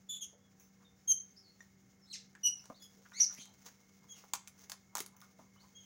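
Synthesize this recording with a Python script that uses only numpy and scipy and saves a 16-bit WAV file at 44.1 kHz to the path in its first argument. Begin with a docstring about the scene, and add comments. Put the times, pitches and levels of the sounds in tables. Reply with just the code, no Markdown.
"""A small yard: rabbits feed on a heap of fresh branches, near birds cheep, farther ones slur and whistle.
Stalks snap as filtered volleys of fibre clicks; knocks and a hollow tock are damped resonances.
Leaves rustle as clumped clicks and brush as shaped noise; birds are rough harmonic glides mixed with air.
The walls give a short echo; under it all lie shaped noise for the outdoor hush, a faint hum and a whine.
"""
import sys
import numpy as np
from scipy import signal
from scipy.fft import rfft, irfft
from scipy.io import wavfile
from scipy.ndimage import uniform_filter1d

SR = 44100
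rng = np.random.default_rng(int(sys.argv[2]) if len(sys.argv) > 2 else 0)


def digitize_waveform(pressure):
    """Quantize a signal to 16-bit integers and store it at the path in sys.argv[1].

    Rows of a 2-D input are taken as channels; values are limited to [-1, 1].
    """
    field = np.atleast_2d(pressure).T
    bounded = np.clip(field, -1, 1)
    quanta = np.round(bounded * 32767).astype(np.int16)
    wavfile.write(sys.argv[1], SR, quanta)


N = 257984
TIME = np.arange(N) / SR
EDGE_HZ = 16100  # upper band edge


def amp(db):
    """Decibels to amplitude gain."""
    return 10 ** (np.asarray(db) / 20)


def unit(x):
    """Scales to an rms of one."""
    return x / np.sqrt(np.mean(x ** 2) + 1e-20)


def read(points, hz):
    """Interpolates a (f/Hz, value) table on a log-frequency axis."""
    f, value = np.transpose(points)
    return np.interp(np.log(hz + 1), np.log(f + 1), value)


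def add(mix, start_s, sound):
    """Mixes a sound in at start_s."""
    part = mix[max(round(start_s * SR), 0):][:len(sound)]
    part += sound[:len(part)]


def colour(x, points, size=2048):
    """Minimum-phase filter with the given spectrum: causal, so clicks stay sharp."""
    gain_db = np.maximum(read(points, abs(np.fft.fftfreq(size, 1 / SR))), -90)
    log_gain = np.log(amp(gain_db))
    taps = np.fft.ifft(np.exp(signal.hilbert(log_gain).conj())).real
    return signal.fftconvolve(x, taps)[:len(x)]


def band(x, lo_hz, hi_hz, order=2):
    """Butterworth band-pass."""
    edges_hz = [lo_hz, min(hi_hz, SR / 2 - 1)]
    return signal.sosfilt(signal.butter(order, edges_hz, "band", fs=SR, output="sos"), x)


def noise(points):
    """Steady unit-rms noise with the given spectrum."""
    spectrum = rfft(rng.standard_normal(N))
    return unit(irfft(spectrum * amp(read(points, np.fft.rfftfreq(N, 1 / SR))), N))


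def wander(count, rate_hz):
    """Smooth random drift of about unit rms, its spectrum a Gaussian roll-off at rate_hz."""
    size = max(count, SR)
    rolloff = np.exp(-(np.fft.rfftfreq(size, 1 / SR) / rate_hz) ** 2)
    slow = irfft(rfft(rng.standard_normal(size)) * rolloff, size)
    return unit(slow)[:count]


def at_peak(x, db, size=128):
    """Sets the rms of the loudest three milliseconds."""
    return amp(db) * x / np.sqrt(uniform_filter1d(x ** 2, size).max() + 1e-20)


def background(air_db=-71, hiss_db=-78.5, waver=0.12, drift_hz=0.81,
               whine_hz=2150, whine_width_hz=90, drone_waver=0.63):
    """Outdoor hush and hiss as drifting noise; hum and higher tones as wavering sines; a fuzzy whine."""
    # low hush: f/Hz, relative gain/dB
    hush_spectrum = [(15, -44), (25, -26), (97, -4), (144, -5), (192, -5), (216, -12), (243, -8.5),
                     (427, -18), (479, -18), (680, -21), (779, -22.5), (893, -23.5), (1910, -22.5),
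                     (2140, -34.5), (2600, -37), (3380, -55.5), (5720, -120)]
    # thin hiss: f/Hz, relative gain/dB
    hiss_spectrum = [(1700, -19), (2300, -4.5), (2700, -5), (4300, -6), (5600, 1.5), (6900, 4), (7700, -11),
                     (11000, -14), (13500, -16.5), (15500, -3)]
    # hum: f/Hz, level/dB
    hum_tones = [(193.8, -69.5)]
    # faint tones over the hum: f/Hz, level/dB
    drone_tones = [(388, -88), (478, -86.5), (775, -91), (1310, -96.5)]
    # thin far-off whine: t/s, level/dB
    whine_levels = [(0, -86.5), (.9, -85.5), (1.8, -83), (3.0, -82), (3.8, -80.5), (4.8, -79), (5.4, -80),
                    (5.85, -81)]

    air = amp(air_db + 0.57 * wander(N, 24)) * noise(hush_spectrum)
    hiss = np.zeros(N)
    for rate_hz in (5, 25):
        hiss += amp(hiss_db + 2.3 * wander(N, rate_hz)) * noise(hiss_spectrum)

    hum = np.zeros(N)
    for hz, db in hum_tones:
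        phase = 2 * np.pi * np.cumsum(hz + drift_hz * wander(N, 3)) / SR
        hum += amp(db) * np.sin(phase)
    hum *= 1 + waver * wander(N, 2.9)

    drone = np.zeros(N)
    for hz, db in drone_tones:
        phase = 2 * np.pi * np.cumsum(hz + 5 * wander(N, 16.7)) / SR
        drone += amp(db) * (1 + drone_waver * wander(N, 7.1)) * np.sin(phase)

    turn = 2 * np.pi * whine_hz * TIME
    whine = unit(wander(N, whine_width_hz) * np.cos(turn) + wander(N, whine_width_hz) * np.sin(turn))
    whine *= amp(np.interp(TIME, *np.transpose(whine_levels)))
    return air + hiss + np.sqrt(2) * (hum + drone) + whine  # sqrt(2): sine levels are rms


def pulling(rise_share=0.56, drop_db=20):
    """Gain of the leaf work: steady nibbling plus tugs that build faster than they die, summed as power."""
    # steady chewing: t/s, level/dB
    nibbling = [(0, -84), (2.1, -84.5), (2.6, -69.5), (4.2, -72.5), (5.0, -85.5), (5.85, -74)]
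    # tugs: t/s of the hardest pull, level/dB, time to fall by drop_db/s
    tugs = [(.605, -73.5, 0.11), (1.62, -70, 0.18), (3.335, -58, 0.097), (3.663, -49.5, 0.055),
            (4.19, -61.5, 0.17), (4.615, -59.5, 0.15), (5.246, -64, 0.12), (5.4, -68.5, .15),
            (5.66, -70, 0.31)]
    power = amp(np.interp(TIME, *np.transpose(nibbling))) ** 2
    for peak_s, db, fall_s in tugs:
        away = np.maximum((peak_s - TIME) / rise_share, TIME - peak_s) / fall_s
        power = power + amp(db - drop_db * np.minimum(away, 10)) ** 2
    return np.sqrt(power)


def fracture(decay_s, after=0.27, linger=4, size=4096):
    """Fibres tear in a quick volley of random clicks; a few weaker ones follow, linger times slower."""
    t = np.arange(size) / SR
    fibres = rng.standard_normal(size) * (rng.random(size) < .4)
    return fibres * (np.exp(-t / decay_s) + after * np.exp(-t / (linger * decay_s)))


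def rustle(crackles_per_s=1500, size_db=2.5, clump_db=3, clump_hz=35):
    """Tiny leaf crackles in clumps, as loud as the leaves are worked; a few louder ticks stand out."""
    # leaf crackle: f/Hz, relative gain/dB
    leaf_spectrum = [(300, -4.5), (900, 4.5), (2500, -2), (4500, 0), (6400, 10), (8000, -7), (11000, -7),
                     (13500, -13), (15500, 3.5)]
    # crisp leaf ticks: t/s, level/dB, decay time/s
    tick_events = [(.598, -56, 0.031), (2.823, -52, 0.0024), (3.341, -50, 0.0034), (4.122, -56, .002),
                   (4.243, -57, .0017), (5.011, -46, .001), (5.165, -55.5, .0061), (5.204, -54.5, 0.0022)]
    # leaf ticks: f/Hz, relative gain/dB
    tick_spectrum = [(500, -12), (2500, -8), (4800, -20), (6200, 9), (7800, -18), (10000, -15), (12000, -6),
                     (13500, -17), (15500, 2)]
    happens = rng.random(N) < crackles_per_s / SR
    sizes = amp(size_db * np.minimum(rng.exponential(1, N), 4))
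    clicks = happens * rng.choice([-1, 1], N) * sizes
    clumps = amp(clump_db * np.clip(wander(N, clump_hz), -2, 2))
    out = unit(colour(clicks * clumps, leaf_spectrum)) * pulling()
    for start_s, db, decay_s in tick_events:
        add(out, start_s, at_peak(colour(fracture(decay_s), tick_spectrum), db))
    return out


def syrinx(hz, rough, harmonics_db, rasp_db, jitter=0.066, flutter_hz=700, shimmer=0.19):
    """A bird's membrane: a few harmonics, which flutter and mix with rushing air when the voice is rough."""
    # air in a hoarse call: f/Hz, relative gain/dB
    rasp_spectrum = [(1200, 6.5), (2500, -11.5), (5000, -1.5), (6500, -14), (8000, -7), (11000, 15.5),
                     (14000, -13), (16000, -14.5)]
    count = len(hz)
    flutter = jitter * rough * (.5 + rough) * wander(count, flutter_hz)
    phase = 2 * np.pi * np.cumsum(hz * (1 + flutter)) / SR
    tone = np.zeros(count)
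    for k, db in enumerate(harmonics_db, 1):
        tone += amp(db) * np.sin(k * phase) * (k * hz < EDGE_HZ)
    air = amp(rasp_db) * rough ** 2 * unit(colour(rng.standard_normal(count), rasp_spectrum))
    return np.sqrt(2) * tone * (1 + shimmer * rough * wander(count, flutter_hz)) + air


def swell(u, loudest, onset_db, end_db):
    """Level in dB through a note: up to its loudest point, then down."""
    return np.interp(u, [0, np.clip(loudest, .05, .95), 1], [onset_db, 0, end_db])


def cheeps(onset_db=-17, end_db=-12, arch=.11, crest=.35, purity=0.36,
           fourth_db=-3, fifth_db=-14, rasp_db=-25):
    """Cheeps swell, arch over in pitch and turn hoarse; the louder, the more the second harmonic leads."""
    # near cheeps: t/s, length/s, crest pitch/Hz, peak level of the 2nd harmonic/dB,
    # fundamental re 2nd/dB, 3rd harmonic re 2nd/dB (both at the loudest point),
    # mid-note roughness/1, loudest point/share of length
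    cheep_notes = [(.085, 0.1, 3495, -43, -2, -17, 0.4, 0.1),
                   (.204, 0.048, 3290, -41, -8.5, -17, 0.5, 0.46),
                   (1.073, .056, 3229, -21, -22, -26, 0.17, 0.91),
                   (2.43, 0.061, 2943, -25, -13, -23, .2, 0.56), (2.59, 0.013, 2685, -51, -16, -32, .3, .4),
                   (2.793, 0.079, 3394, -59.5, -1.5, -11, .28, 0.62),
                   (3.196, .055, 2930, -21.5, -42.5, -33, 0.55, .2),
                   (4.084, 0.067, 3306, -51.5, -8, -24, 0.25, 0.42),
                   (5.74, 0.12, 3270, -59, -3, -28, 0.29, 0.18)]
    out = np.zeros(N)
    for start_s, length_s, crest_hz, db, first_db, third_db, rough, loudest in cheep_notes:
        u = np.linspace(0, 1, round(length_s * SR))
        effort_db = swell(u, loudest, onset_db, end_db)
        first = first_db - purity * effort_db
        third = third_db - purity * effort_db
        hz = crest_hz * (1 - arch * (u - crest) ** 2)
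        harmonics_db = [first, 0, third, third + fourth_db, third + fifth_db]
        voice = syrinx(hz, rough * (.5 + u), harmonics_db, rasp_db)
        add(out, start_s, amp(db + effort_db) * voice * signal.windows.tukey(len(u), .3))
    return out


def bump(db, hz, decay_s, spread=1.32, ring_db=-1, ring_s=0.0023):
    """A damped branch or the ground answers a bump with a brief tone inside a broad resonance."""
    resonance = [(hz / 5, -32), (hz / spread, -12), (hz, 0), (hz * spread, -12), (hz * 3, -34), (hz * 8, -50)]
    thud = colour(fracture(decay_s), resonance)
    t = np.arange(len(thud)) / SR
    ring = np.sin(2 * np.pi * hz * t) * np.exp(-t / ring_s) * (1 - np.exp(-t * hz))
    return at_peak(at_peak(thud, 0) + at_peak(ring, ring_db), db)


def knocks():
    """A light knock sounds one branch; a landing paw shakes all the resonances of the heap."""
    # dull knocks of branches and paws: t/s, level/dB, f/Hz, decay time/s
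    knock_events = [(.33, -62.5, 540, .012), (2.351, -54.5, 1650, .005), (3.119, -54.5, 1470, 0.0075),
                    (3.389, -55, 212, 0.0033), (3.686, -62.5, 1620, 0.0097), (4.239, -54, 766, 0.0013),
                    (4.336, -39.5, 1270, .003), (4.34, -49, 896, 0.0042), (4.961, -42, 947, 0.0057),
                    (5.004, -46.5, 387, .0035), (5.22, -56.5, 1216, 0.014), (5.56, -64.5, 1170, 0.011)]
    # paws landing on the heap: t/s, level/dB, decay time/s
    thump_events = [(2.7, -45.5, 0.0034), (5.391, -59, 0.015)]
    # heap resonances: f/Hz, level re the thump/dB
    heap_modes = [(255, -3.5), (650, 1.5), (1030, -1.5)]
    out = np.zeros(N)
    for start_s, db, hz, decay_s in knock_events:
        add(out, start_s, bump(db, hz, decay_s))
    for start_s, db, decay_s in thump_events:
        for hz, mode_db in heap_modes:
            add(out, start_s, bump(db + mode_db, hz, decay_s))
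    return out


def slurs(onset_db=-12, end_db=-8, brighten=0.41, third_db=-2, upper_db=-12):
    """Whistles and raspy scolding notes: each one bowed glide, swelling and fading, brightest where loudest."""
    # slurred notes: t/s, length/s, start/Hz, end/Hz (both before the bow), bow/share of pitch,
    # peak level of the fundamental before the throat/dB, 2nd harmonic re fundamental there/dB,
    # roughness/1, loudest point/share of length
    slur_notes = [(.41, 0.077, 3490, 3290, -0.0057, -78, -29, 0.25, .4),
                  (0.844, 0.041, 3690, 3520, .01, -68, -19, 0.21, 0.27),
                  (1.36, 0.049, 4540, 4980, 0.097, -61.5, -19, 0.44, 0.3),
                  (1.429, .09, 4540, 4280, -0.011, -66, -28, 0.27, .35),
                  (2.012, 0.051, 5520, 5250, -0.024, -69, -28, 0.17, 0.48),
                  (2.057, 0.044, 3690, 4280, 0.01, -68, -5.5, 0.44, 0.66),
                  (2.099, 0.025, 4134, 3970, 0.033, -48.5, -6.5, .27, 0.89),
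                  (2.123, .038, 4180, 1549, -0.16, -52, 6.5, 0.5, 0.42),
                  (2.741, 0.057, 3440, 3680, 0.28, -66.5, -30, 0.25, 0.077),
                  (2.816, 0.021, 4940, 5410, -0.018, -60.5, -22, 0.18, .4),
                  (3.131, .075, 1823, 2200, .09, -48.5, -0.5, 0.3, .75),
                  (3.19, 0.031, 2300, 2270, -0.02, -52.5, 1, 1.03, 0.21),
                  (3.362, 0.0303, 1966, 2350, -0.0075, -55, -10, 0.83, 0.74),
                  (3.378, 0.0703, 3200, 3273, -0.018, -57.5, 0, 0.42, 0.34),
                  (3.398, 0.042, 3966, 3960, 0.0063, -58, -4.5, .7, 0.3),
                  (4.149, 0.061, 3274, 1712, 0.075, -65, -2, 0.63, 0.089),
                  (5.565, 0.024, 2950, 3190, -.01, -72.5, -21, 0.23, 0.22),
                  (5.589, 0.044, 3330, 4360, .15, -68.5, -20, .3, 0.47)]
    out = np.zeros(N)
    for start_s, length_s, start_hz, end_hz, bow, db, second_db, rough, loudest in slur_notes:
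        u = np.linspace(0, 1, round(length_s * SR))
        hz = (start_hz + (end_hz - start_hz) * u) * (1 + bow * np.sin(np.pi * u))
        effort_db = swell(u, loudest, onset_db, end_db)
        second = second_db + brighten * effort_db
        harmonics_db = [0, second, second + third_db] + [second + upper_db] * 3
        voice = syrinx(hz, rough, harmonics_db, rasp_db=5.5, jitter=.11)
        add(out, start_s, amp(db + effort_db) * voice * signal.windows.tukey(len(u), .12))
    return colour(out, [(1000, -10), (6800, 4), (8500, -10), (15000, -19)])  # the throat dulls the top


def scuffs(spread=1.3):
    """Leaves brush softly against fur and ground: swells of noise around one broad resonance."""
    # t/s, length/s, level before the swell/dB, centre f/Hz
    scuff_events = [(.788, .075, -70.5, 1090), (2.965, 0.075, -69.5, 440), (3.048, 0.027, -60.5, 1460),
                    (3.277, 0.064, -63.5, 1380), (3.448, 0.095, -72, 850), (4.009, 0.061, -72.5, 1030),
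                    (4.896, 0.091, -72, 970), (5.097, .12, -70.5, 990), (5.612, 0.07, -69.5, 1000)]
    out = np.zeros(N)
    for start_s, length_s, db, hz in scuff_events:
        count = round(length_s * SR)
        resonance = [(hz / 3, -30), (hz / spread, -10), (hz, 0),
                     (hz * spread, -10), (hz * 3, -34), (hz * 6, -50)]
        brush = colour(rng.standard_normal(count), resonance)
        add(out, start_s, amp(db) * unit(brush) * np.hanning(count))
    return out


def tock(start_s=1.606, level_db=-50):
    """Something small and hollow is tapped once: a few modes ring briefly."""
    # modes: f/Hz, relative level/dB, t60/s
    tock_modes = [(1867, -0.5, 0.051), (3600, -19, .06), (5850, -11, .07), (6971, -17, 0.1)]
    out, t = np.zeros(N), np.arange(SR // 5) / SR
    ring = sum(amp(db - 60 * t / t60_s) * np.sin(2 * np.pi * hz * t) for hz, db, t60_s in tock_modes)
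    add(out, start_s, at_peak(ring, level_db))
    return out


def snaps(decay_s=0.0014, first_break=2.3):
    """A stalk gives way at once and its fibres follow: a crack, a woody body and a fine fizz."""
    # stalks and twigs breaking: t/s, crack level/dB, woody body level/dB, fizz level/dB
    snap_events = [(2.3519, -57, -71, -66), (2.6411, -59, -62, -64), (2.6563, -51.5, -58.5, -59),
                   (3.3486, -45.5, -67, -53), (3.4562, -50.5, -61.5, -55), (4.3356, -24.5, -32, -29.5),
                   (4.354, -39, -48, -48), (4.4747, -42, -54.5, -49), (4.4809, -46, -56.5, -47),
                   (4.6977, -37.5, -46, -42.5), (4.7185, -34.5, -41, -39.5), (4.9531, -28, -32, -32.5),
                   (4.9621, -40, -41.5, -47), (4.9704, -32, -43.5, -38), (4.9822, -34.5, -35.5, -35.5),
                   (4.9902, -36.5, -48, -42), (5.004, -31, -41, -33), (5.0626, -42, -54, -42),
                   (5.2156, -51, -63, -55)]
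    # breaking stalk: f/Hz, relative gain/dB
    crack_spectrum = [(200, -10.5), (450, -10), (700, -1), (900, 2.5), (1400, 6), (2000, 2.5), (2800, -10),
                      (4500, -7), (6400, 2.5), (8000, 1.5), (11000, -2.5), (13000, -14), (15500, -4.5),
                      (16500, -27)]
    out = np.zeros(N)
    for start_s, crack_db, body_db, fizz_db in snap_events:
        fibres = fracture(decay_s, after=0.15, linger=10.7)
        tear = colour(fibres + first_break * signal.unit_impulse(len(fibres)), crack_spectrum)
        add(out, start_s, at_peak(band(tear, 2330, 7700), crack_db))
        add(out, start_s, at_peak(band(tear, 200, 1940), body_db))
        add(out, start_s, at_peak(band(tear, 9000, 22000), fizz_db))
    return out


def yard(x, early_db, tail_db, spread_s=.022, count=10, size=256):
    """A few hard reflections from ground and hutches, then a short diffuse tail; levels re the direct sound."""
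    # echo decay: f/Hz, t60/s
    decay_times = [(200, 0.22), (1000, 0.3), (3000, 0.29), (6300, 0.27), (10000, 0.22), (16000, 0.081)]
    early = np.zeros(SR)
    delay_s = rng.uniform(.003, spread_s, count)
    early[(delay_s * SR).astype(int)] = rng.choice([-1, 1], count) / np.sqrt(delay_s)

    # sparse random taps, decayed per frequency
    taps = rng.choice([-1., 1.], SR) * (rng.random(SR) < 3000 / SR) * (np.arange(SR) > .005 * SR)
    hz, t, z = signal.stft(taps, SR, nperseg=size)
    decay = amp(-60 * t / read(decay_times, hz)[:, None])
    tail = signal.istft(z * decay, SR, nperseg=size)[1][:SR]

    echo = amp(early_db) * early / np.linalg.norm(early) + amp(tail_db) * tail / np.linalg.norm(tail)
    return x + signal.fftconvolve(x, echo)[:N]


def scene():
    """Birds around the yard, feeding close by, and the air."""
    birds = yard(cheeps(), early_db=-6.0, tail_db=-8) + yard(slurs(), early_db=-12.5, tail_db=-3)
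    feeding = yard(rustle() + knocks() + scuffs() + tock() + snaps(), early_db=-9.0, tail_db=-14)
    return (birds + feeding + background())[None]


def record(dry):
    """Linear-phase low-pass at the upper band edge."""
    taps = signal.firwin(511, EDGE_HZ, window=("kaiser", 9), fs=SR)
    return signal.oaconvolve(dry, taps[None], "same")


dry = scene()
out = record(dry)
digitize_waveform(out)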